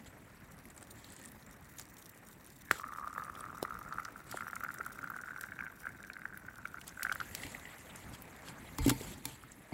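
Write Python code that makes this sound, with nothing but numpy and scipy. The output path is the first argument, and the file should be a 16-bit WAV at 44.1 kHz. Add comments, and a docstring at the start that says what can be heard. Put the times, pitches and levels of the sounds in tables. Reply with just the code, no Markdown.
"""A faint hush of winter air and a rustling sleeve open the scene and stay under it. Hot water starts to
drip from a pot into a metal mug, with small ticks and spray. Near 2.7 s a lump drops in with a loud plop,
and the stream gets going: pockets of trapped air ring as short bubbles, their pitch rising as the mug fills.
After about 7 s the pour thins to drips. Near 9 s the pot is set down with a thump, a scrape and a short ring."""
import sys
import numpy as np
from scipy import signal
from scipy.fft import rfft, irfft
from scipy.io import wavfile
from scipy.ndimage import uniform_filter1d

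SR = 44100
rng = np.random.default_rng(int(sys.argv[2]) if len(sys.argv) > 2 else 0)


def wav_record(signal):
    """Record a signal, one row per channel, as 16-bit PCM in the file named by sys.argv[1]."""
    frames = np.transpose(np.atleast_2d(signal))
    bounded = np.clip(frames, -1, 1)
    # unit amplitude maps onto the largest positive 16-bit level
    quanta = np.round(bounded * 32767).astype(np.int16)
    wavfile.write(sys.argv[1], SR, quanta)


N = 429093
BUBBLE_PEAK_S = 0.004  # a bubble is loudest this long after it starts


def amp(db):
    """Turns a level in dB into a number to multiply a sound by."""
    return 10 ** (np.asarray(db) / 20)


def unit_level(x):
    """Scales a signal so that its average strength (rms) is 1."""
    return x / np.sqrt(np.mean(x ** 2) + 1e-20)


def curves(rows):
    """Joins the rows of a timed table with straight lines: one curve for each column after the time."""
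    times, *columns = np.transpose(rows)
    return [np.interp(np.arange(N) / SR, times, column) for column in columns]


def add(mix, start_s, sound):
    """Mixes a sound in at the given time."""
    part = mix[round(start_s * SR):][:len(sound)]
    part += sound[:len(part)]


def pouring(start_s=0.072, end_s=7.2, fade_s=0.71):
    """Fades up to 1 while water runs into the mug, then back to 0."""
    t = np.arange(N) / SR
    return np.clip(np.minimum(t - start_s, end_s - t) / fade_s, 0, 1)


def ring_boost_db(hz, rings):
    """Metal makes the pitches near each of its own ringing notes louder."""
    return sum(boost_db / (1 + (2 * (hz - centre) / width) ** 2) for centre, width, boost_db in rings)


def noise(colour, patchy_db, flicker_db, size=512, rings=()):
    """Noise with a given tone colour: patches of pitch swell and fade, and the whole of it flickers."""
    frames, hz = 4 * N // size + 5, np.fft.rfftfreq(size, 1 / SR)
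    real, imag, patches = rng.standard_normal((frames, len(hz), 3)).T
    patches = uniform_filter1d(patches, size=8, axis=0)  # smooth across pitch
    patches = unit_level(uniform_filter1d(patches, size=12, axis=1))  # and across time
    flicker = unit_level(uniform_filter1d(rng.standard_normal(frames), size=3))
    points_hz, points_db = np.transpose(colour)
    colour_db = np.interp(np.log(hz + 1), np.log(points_hz), points_db, left=-80)
    colour_db += ring_boost_db(hz, rings)
    spectra = (real + 1j * imag) * amp(colour_db[:, None] + patchy_db * patches + flicker_db * flicker)
    return unit_level(signal.istft(spectra, nperseg=size, noverlap=3 * size // 4)[1][:N])


def bubble(hz, rise_s=0.0016, fall_s=0.0011):
    """One pocket of air rings for a few cycles; its swell, fade and pitch slide vary by chance."""
    t = np.arange(900) / SR - BUBBLE_PEAK_S
    onset, length, slide, phase = rng.random(4)
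    swell = np.exp(-(t / (rise_s * (0.5 + onset))) ** 2)
    fade = np.exp(-(abs(t) / (fall_s * (0.7 + 0.58 * length))) ** 0.88)
    cycles = hz * t * (1 + 8 * (slide - 0.3) * t)
    return np.where(t < 0, swell, fade) * np.sin(2 * np.pi * (cycles + phase))


def tick(hz, octaves, fade_s=0.016, rise_s=0.00042, rings=()):
    """One droplet hits: a tiny burst of noise around one pitch, with no bass."""
    t, f = np.arange(1024) / SR, np.fft.rfftfreq(1024, 1 / SR)
    band = np.exp(-0.5 * (np.log2((f + 1) / hz) / (0.5 * octaves)) ** 2)
    broad_hiss = 0.26 / (1 + (f / 9000) ** 2)
    bass_cut = 1 / (1 + (1400 / (f + 1)) ** 4)
    colour = (band + broad_hiss) * amp(ring_boost_db(f, rings)) * bass_cut
    envelope = (1 - np.exp(-(t / rise_s) ** 2)) * amp(-60 * t / fade_s)
    burst = irfft(rfft(rng.standard_normal(1024)) * colour) * envelope
    return burst / abs(burst).max()


def blip(hz, fade_cycles, rise_cycles, slide):
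    """A short tone that swells, fades and slides in pitch (a slide of -0.1 ends 10% lower)."""
    fade_s = fade_cycles / hz
    t = np.arange(round(fade_s * SR) + 200) / SR
    envelope = (1 - np.exp(-(t * hz / rise_cycles) ** 2)) * amp(-60 * t / fade_s)
    bent_time = t + slide * (t + 0.125 * fade_s * np.expm1(-t / (0.11 * fade_s)))
    return envelope / envelope.max() * np.sin(2 * np.pi * hz * bent_time)


# How loud the background is: (time [s], hiss level [dB], rumble level [dB], air level [dB])
BACKGROUND_LEVELS = [(0.0, -69, -58.5, -61.5), (1.3, -63, -58, -61), (2.63, -63, -60, -63.5),
                     (3.74, -64, -57, -59), (4.74, -62, -58.5, -60.5), (6.64, -67.5, -59.5, -63),
                     (6.94, -63.5, -60, -61.5), (7.26, -56.5, -54.5, -56.5), (8.48, -66, -58, -56.5),
                     (8.99, -53, -48.5, -56.5), (9.29, -65, -57, -61.5), (9.73, -67, -61.5, -60.5)]
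# Tone colours of the sleeve, the water, the grip and the open air: (pitch [Hz], relative level [dB])
SLEEVE_COLOUR = [(800, -70), (2000, 6), (3700, 2), (5500, -4.5), (7700, 4.5), (9500, -4), (11000, 3.5),
                 (16000, -6.5)]
FIZZ_COLOUR = [(1500, -19), (2600, -11), (4500, -11), (8000, -5), (10000, -11), (11000, -4), (16000, -3)]
GRIP_COLOUR = [(32, -40), (40, -5.5), (100, -4.5), (250, -5), (350, -11.5), (500, -26.5), (900, -46)]
AIR_COLOUR = [(200, -10), (450, 1.5), (1000, 0), (1900, -0.5), (2500, -8), (3300, -21.5), (9000, -24),
              (16000, -69)]
# The notes at which the metal mug rings: (pitch [Hz], width [Hz], boost [dB])
MUG_RINGS = [(3750, 250, 9), (5750, 200, 9), (7300, 250, 4), (8900, 280, 8)]


def background():
    """The sleeve rustles, water fizzes in the mug, the grip on the pot rumbles and the air hushes."""
    hiss_db, rumble_db, air_db = curves(BACKGROUND_LEVELS)
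    sleeve = noise(SLEEVE_COLOUR, patchy_db=4.5, flicker_db=0.7, size=256)
    fizz = noise(FIZZ_COLOUR, patchy_db=3.5, flicker_db=6.5, rings=MUG_RINGS)
    fizz_share = 0.9 * pouring()  # while water runs, most of the hiss comes from the mug
    hiss = np.sqrt(1 - fizz_share) * sleeve + np.sqrt(fizz_share) * fizz
    rumble = noise(GRIP_COLOUR, patchy_db=1.4, flicker_db=2.0, size=2048)
    air = noise(AIR_COLOUR, patchy_db=1.65, flicker_db=2.0)
    return amp(hiss_db) * hiss + amp(rumble_db) * rumble + amp(air_db) * air


# The stream, faint at first and at the end: (time [s], level [dB], note of the air in the mug [Hz])
WATER_FLOW = [(0, -83, 1920), (1.1, -68, 1840), (2.55, -73.5, 1880), (2.7, -61, 1647), (2.79, -53, 1220),
              (3.14, -48.5, 1240), (3.9, -51, 1310), (4.2, -58.5, 1370), (4.5, -51.5, 1385),
              (5.2, -50, 1455), (5.6, -48.5, 1553), (5.8, -56, 1480), (6.3, -54.5, 1564),
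              (6.75, -57.5, 1407), (6.9, -65, 1560), (7.05, -58, 1483), (7.22, -67, 1410),
              (7.32, -58, 2020), (7.7, -64, 1980), (8.3, -70, 2070), (9.73, -75, 2020)]


def stream(gap_s=0.0125, pitch_spread=0.07, size_range_db=10, gurgle_db=2.5, splash_db=-5):
    """Falling water traps small bubbles; each rings near the note of the air in the mug, with a splash."""
    level_db, mug_hz = curves(WATER_FLOW)
    gurgle = unit_level(uniform_filter1d(rng.standard_normal(N), round(0.06 * SR)))  # random swells
    out = np.zeros(N)
    count = int(N / SR / gap_s) - 2
    for k, (late, size, pitch, splash_pitch) in enumerate(rng.random((count, 4))):
        at = int((k + 0.85 * late) * gap_s * SR)
        hz = mug_hz[at] * (1 + pitch_spread * (2 * pitch - 1))
        tone = bubble(hz, rise_s=0.0012, fall_s=0.0028)
        splash = amp(splash_db) * bubble(hz * (0.74 + 0.7 * splash_pitch), rise_s=0.00052, fall_s=0.0017)
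        add(out, at / SR, amp(size_range_db * size + gurgle_db * gurgle[at]) * (tone + splash))
    return amp(level_db) * unit_level(out)


# Short spells of spray or scraping: (time [s], length [s], level [dB])
SCRAPE_SPELLS = [(0.059, 0.024, -57.5), (0.934, 0.34, -62), (1.786, 0.042, -53), (2.703, 0.099, -49),
                 (4.264, 0.16, -54.5), (6.865, 0.031, -53.5), (7.32, 0.25, -53), (7.963, 0.088, -58),
                 (8.129, 0.034, -53), (8.437, 0.094, -55), (8.818, 0.11, -43.5), (8.892, 0.016, -31.5),
                 (8.99, 0.066, -51.5), (9.058, 0.095, -50.5), (9.239, 0.13, -53.5)]
# Their tone colour: (pitch [Hz], relative level [dB])
SCRAPE_COLOUR = [(300, 5), (1000, 8.5), (2200, 5), (3500, 6.5), (6000, 0), (7700, 11.5), (9300, -4),
                 (10800, 6), (16000, -16)]


def spray_and_scrapes():
    """Each spell is a hiss that swells and fades, coloured by the notes of the thin metal pot."""
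    level = np.zeros(N)
    for time_s, length_s, db in SCRAPE_SPELLS:
        progress = np.linspace(0, 1, round(length_s * SR))
        add(level, time_s, amp(db) * np.sin(np.pi * progress ** 0.94) ** 0.5)
    rings = [(hz, 90, 6.5) for hz, *_ in POT_NOTES]  # 90 Hz wide, 6.5 dB boost
    return level * noise(SCRAPE_COLOUR, patchy_db=2.5, flicker_db=2.5, rings=rings)


# Splashes and ticks that stand out: (time [s], peak level [dB], pitch [Hz])
DROPLET_HITS = [(0.6545, -46, 11300), (0.704, -45.5, 7740), (0.764, -44, 8900), (0.777, -41.5, 7900),
                (0.81, -45, 8300), (0.827, -40, 8100), (1.044, -42, 4100), (1.1027, -43, 7600),
                (1.122, -42, 9440), (1.164, -40, 7640), (1.214, -42.5, 7840), (1.238, -45, 9100),
                (1.257, -36, 8600), (1.281, -46, 9200), (1.318, -43, 11600), (1.425, -51, 3870),
                (1.464, -46, 7850), (1.771, -46, 11000), (1.785, -36.5, 6900), (1.7957, -31.5, 8240),
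                (1.813, -40.5, 7400), (2.4638, -43, 10400), (2.7122, -20.5, 3360), (3.246, -42, 9400),
                (3.3527, -42, 3280), (3.4056, -38.5, 8750), (3.6272, -26, 7960), (3.7896, -41, 12500),
                (4.05, -34.5, 4840), (4.3133, -31, 7660), (4.3703, -36, 8360), (4.556, -34.5, 7760),
                (4.6383, -36.5, 13600), (4.7413, -35, 11100), (4.8625, -31.5, 14900),
                (5.1015, -35.5, 15000), (5.41, -30.5, 11300), (6.1329, -41, 3980), (6.374, -36, 13300),
                (6.813, -40.5, 2660), (6.878, -32.5, 7600), (6.892, -37.5, 6000), (7.0305, -23, 7660),
                (7.123, -30.5, 3710), (7.15, -35, 13600), (7.202, -34, 3430), (7.3496, -23.5, 4400),
                (7.434, -35.5, 2870), (7.466, -36, 2200), (7.959, -35, 8440), (8.1485, -44, 2860),
                (8.2207, -35.5, 12700), (8.485, -34.5, 3560), (8.7845, -25, 3700), (8.862, -27, 8230),
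                (8.88, -23, 6780), (8.8951, -12.5, 7590), (9.254, -21, 7400), (9.5187, -40.5, 7400)]


def droplets(faint_count=520, faint_db=-62, usual_hiss_db=-66):
    """Droplets splash and tick; many faint ones ring the mug, growing with the pour and the hiss."""
    out = np.zeros(N)
    for time_s, db, hz in DROPLET_HITS:
        octaves = max(0.81 + 0.36 * (db + 35), 0.3)  # louder ticks cover more pitches
        add(out, time_s, amp(db) * tick(hz, octaves))
    hiss_db = curves(BACKGROUND_LEVELS)[0]
    swell_db = 3.6 * pouring() + 0.71 * (hiss_db - usual_hiss_db)
    for when, smallness, pitch, width in rng.random((faint_count, 4)):
        db = faint_db + swell_db[int(when * N)] - 6.5 * np.log(smallness + 1 / 15)
        hit = tick(5500 * 2.6 ** pitch, 0.49 + 3.6 * width, fade_s=0.0046, rise_s=0.0012, rings=MUG_RINGS)
        add(out, when * N / SR, amp(db) * hit)
    return out


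# Lumps dropping into the mug:
# (time [s], peak level [dB], starting pitch [Hz], length [cycles], pitch slide [fraction])
LUMP_DROPS = [(0.654, -44, 2200, 15, -0.06), (1.797, -35, 1700, 4.3, -0.18), (2.7098, -23, 1210, 11, 0.33),
              (2.7115, -8.5, 1700, 8.7, -0.083), (2.7109, -31.5, 700, 22, -0.97),
              (3.628, -20, 680, 4.5, -0.46), (4.342, -32.5, 1090, 31, -.8), (4.799, -41.5, 790, 15, -0.57)]


def lumps():
    """A lump breaks the surface with a dull plop: a short tone that usually sinks in pitch."""
    out = np.zeros(N)
    for time_s, db, hz, cycles, slide in LUMP_DROPS:
        add(out, time_s, amp(db) * blip(hz, cycles, rise_cycles=min(0.07 * cycles, 0.9), slide=slide))
    return out


# The bubbles that stand out from the stream: (time of the peak [s], peak level [dB])
LOUD_BUBBLES = [(2.7987, -33.5), (2.8425, -29), (2.923, -35), (2.986, -30), (3.027, -43), (3.031, -37),
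                (3.0574, -49), (3.075, -30), (3.099, -45), (3.132, -40), (3.163, -33), (3.181, -24.5),
                (3.199, -34), (3.222, -31), (3.233, -34), (3.253, -38), (3.269, -42), (3.281, -40),
                (3.2988, -34.5), (3.353, -43), (3.4103, -32.5), (3.435, -41), (3.4417, -33), (3.652, -26),
                (3.7082, -32), (3.754, -34), (3.9258, -27), (3.958, -32.5), (3.9856, -27), (3.9992, -30),
                (4.0542, -33), (4.087, -31), (4.1612, -36.5), (4.325, -35), (4.3741, -30), (4.387, -35),
                (4.409, -29.5), (4.424, -32.5), (4.4688, -28.5), (4.482, -32), (4.501, -37), (4.5328, -28),
                (4.5659, -29), (4.608, -33.5), (4.637, -26), (4.6488, -29.5), (4.665, -36), (4.691, -31.5),
                (4.748, -37), (4.784, -38), (4.811, -25.5), (4.8659, -29), (4.884, -48), (4.991, -34),
                (5.043, -31.5), (5.0756, -35), (5.103, -30.5), (5.1646, -29.5), (5.2866, -35),
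                (5.309, -32.5), (5.3635, -31.5), (5.4394, -30.5), (5.522, -31), (5.591, -30.5),
                (5.6087, -29.5), (5.667, -33.5), (5.8557, -32), (5.87, -28.5), (6.101, -32), (6.168, -35),
                (6.219, -38), (6.2555, -26.5), (6.487, -33.5), (6.656, -27.5), (6.745, -34.5), (6.773, -38),
                (6.785, -36.5), (6.976, -36), (6.9966, -32), (7.01, -32.5), (7.0241, -29), (7.052, -23.5),
                (7.068, -26), (7.086, -40), (7.097, -26), (7.1175, -23.5), (7.126, -26), (7.158, -29.5),
                (7.2034, -28), (7.214, -28.5), (7.437, -34.5), (7.55, -33.5), (7.6554, -38)]


def loud_bubbles(pitch_spread=0.0082, splash_db=-6, glug_db=-22.5, snap_db=-13):
    """Trapped air rings at the mug's note, with a splash, a low glug, a smaller bubble and maybe a snap."""
    out, mug_hz = np.zeros(N), curves(WATER_FLOW)[1]
    chances = rng.random((len(LOUD_BUBBLES), 6))
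    for (peak_s, db), (late, smallness, pitch, softness, splash_pitch, tune) in zip(LOUD_BUBBLES, chances):
        start_s = peak_s - BUBBLE_PEAK_S
        hz = mug_hz[round(peak_s * SR)] * (1 + pitch_spread * (2 * tune - 1))
        add(out, start_s, amp(db) * bubble(hz))
        splash = bubble(hz * (0.95 + 0.6 * splash_pitch), rise_s=0.0005, fall_s=0.0015)
        add(out, start_s, amp(db + splash_db) * splash)
        glug = bubble(hz * (0.35 + 0.3 * late), fall_s=0.0031)
        add(out, start_s + 0.00192, amp(db + glug_db) * glug)
        follower = bubble(hz * (0.915 + 0.15 * pitch))
        follower_db = min(db - 13.5, -37) - 17 * smallness
        add(out, start_s + 0.0027 + 0.0048 * late, amp(follower_db) * follower)
        snap = tick(3500 * 4 ** smallness, octaves=0.9)
        add(out, peak_s - 0.001 + 0.0018 * splash_pitch, amp(db + snap_db - 54 * softness) * snap)
    return out


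# Knocks of pot, handle and ground: (time [s], thump level [dB], thump pitch [Hz], ring level [dB])
POT_KNOCKS = [(7.306, -46.5, 95, -81), (7.445, -43.5, 88, -60.5), (8.491, -44, 164, -62),
              (8.786, -29.5, 1040, -46.5), (8.795, -28, 44, -58), (8.812, -30, 74, -63),
              (8.862, -18, 290, -42), (8.88, -18.5, 270, -76), (8.896, -39, 860, -50.5),
              (8.913, -23.5, 272, -46.5), (9.01, -35.5, 422, -58.5), (9.253, -40, 910, -55),
              (9.437, -39, 1350, -68.5), (9.721, -38, 724, -45.5)]
# The notes at which the pot rings: (pitch [Hz], relative level [dB], time to fade by 60 dB [s])
POT_NOTES = [(128.2, 5, 0.49), (281, 9, 0.13), (460, -4, 0.2), (893, -4, 0.29), (2097, -5, 0.17),
             (2300, -7, 0.14), (3240, -16, 0.15), (4300, -13, .17), (4760, -16, 0.5)]


def pot_knocks(detune=0.0102):
    """Each dull thump sets the thin pot ringing; its notes come in close pairs, so they waver."""
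    out, t = np.zeros(N), np.arange(SR // 2) / SR
    for time_s, thump_db, thump_hz, ring_db in POT_KNOCKS:
        add(out, time_s, amp(thump_db) * blip(thump_hz, fade_cycles=14, rise_cycles=0.2, slide=-0.027))
        ring = np.zeros(len(t))
        for hz, db, fade_s in POT_NOTES + POT_NOTES:
            strength, tune = rng.standard_normal(2)
            envelope = amp(db + 2 * strength - 60 * t / fade_s)
            ring += envelope * np.sin(2 * np.pi * hz * (1 + detune * tune) * t)
        onset = 1 - np.exp(-t / 0.0048)
        add(out, time_s, amp(ring_db) * ring * onset)
    return out


def with_echo(sound, fade_s=0.15, db=-16):
    """Pot, mug and ground throw back a short, blurred echo."""
    t = np.arange(6000) / SR
    tail = rng.standard_normal(6000) * amp(-60 * t / fade_s) * (t > 0.002)
    return sound + amp(db) * signal.oaconvolve(sound, tail / np.linalg.norm(tail))[:N]


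def scene():
    """Mixes the water and the pot, with their echo, over the background in one channel."""
    near = loud_bubbles() + stream() + lumps() + droplets() + pot_knocks() + spray_and_scrapes()
    return (with_echo(near) + background())[None]


def record(dry):
    """The microphone loses the bass below 36 Hz, and the recorder the treble above 15900 Hz."""
    bass_cut = signal.butter(4, 36, "high", fs=SR, output="sos")
    treble_cut = signal.firwin(511, 15900, window=("kaiser", 9), fs=SR)
    return signal.oaconvolve(signal.sosfilt(bass_cut, dry), treble_cut[None], "same")


dry = scene()
out = record(dry)
wav_record(out)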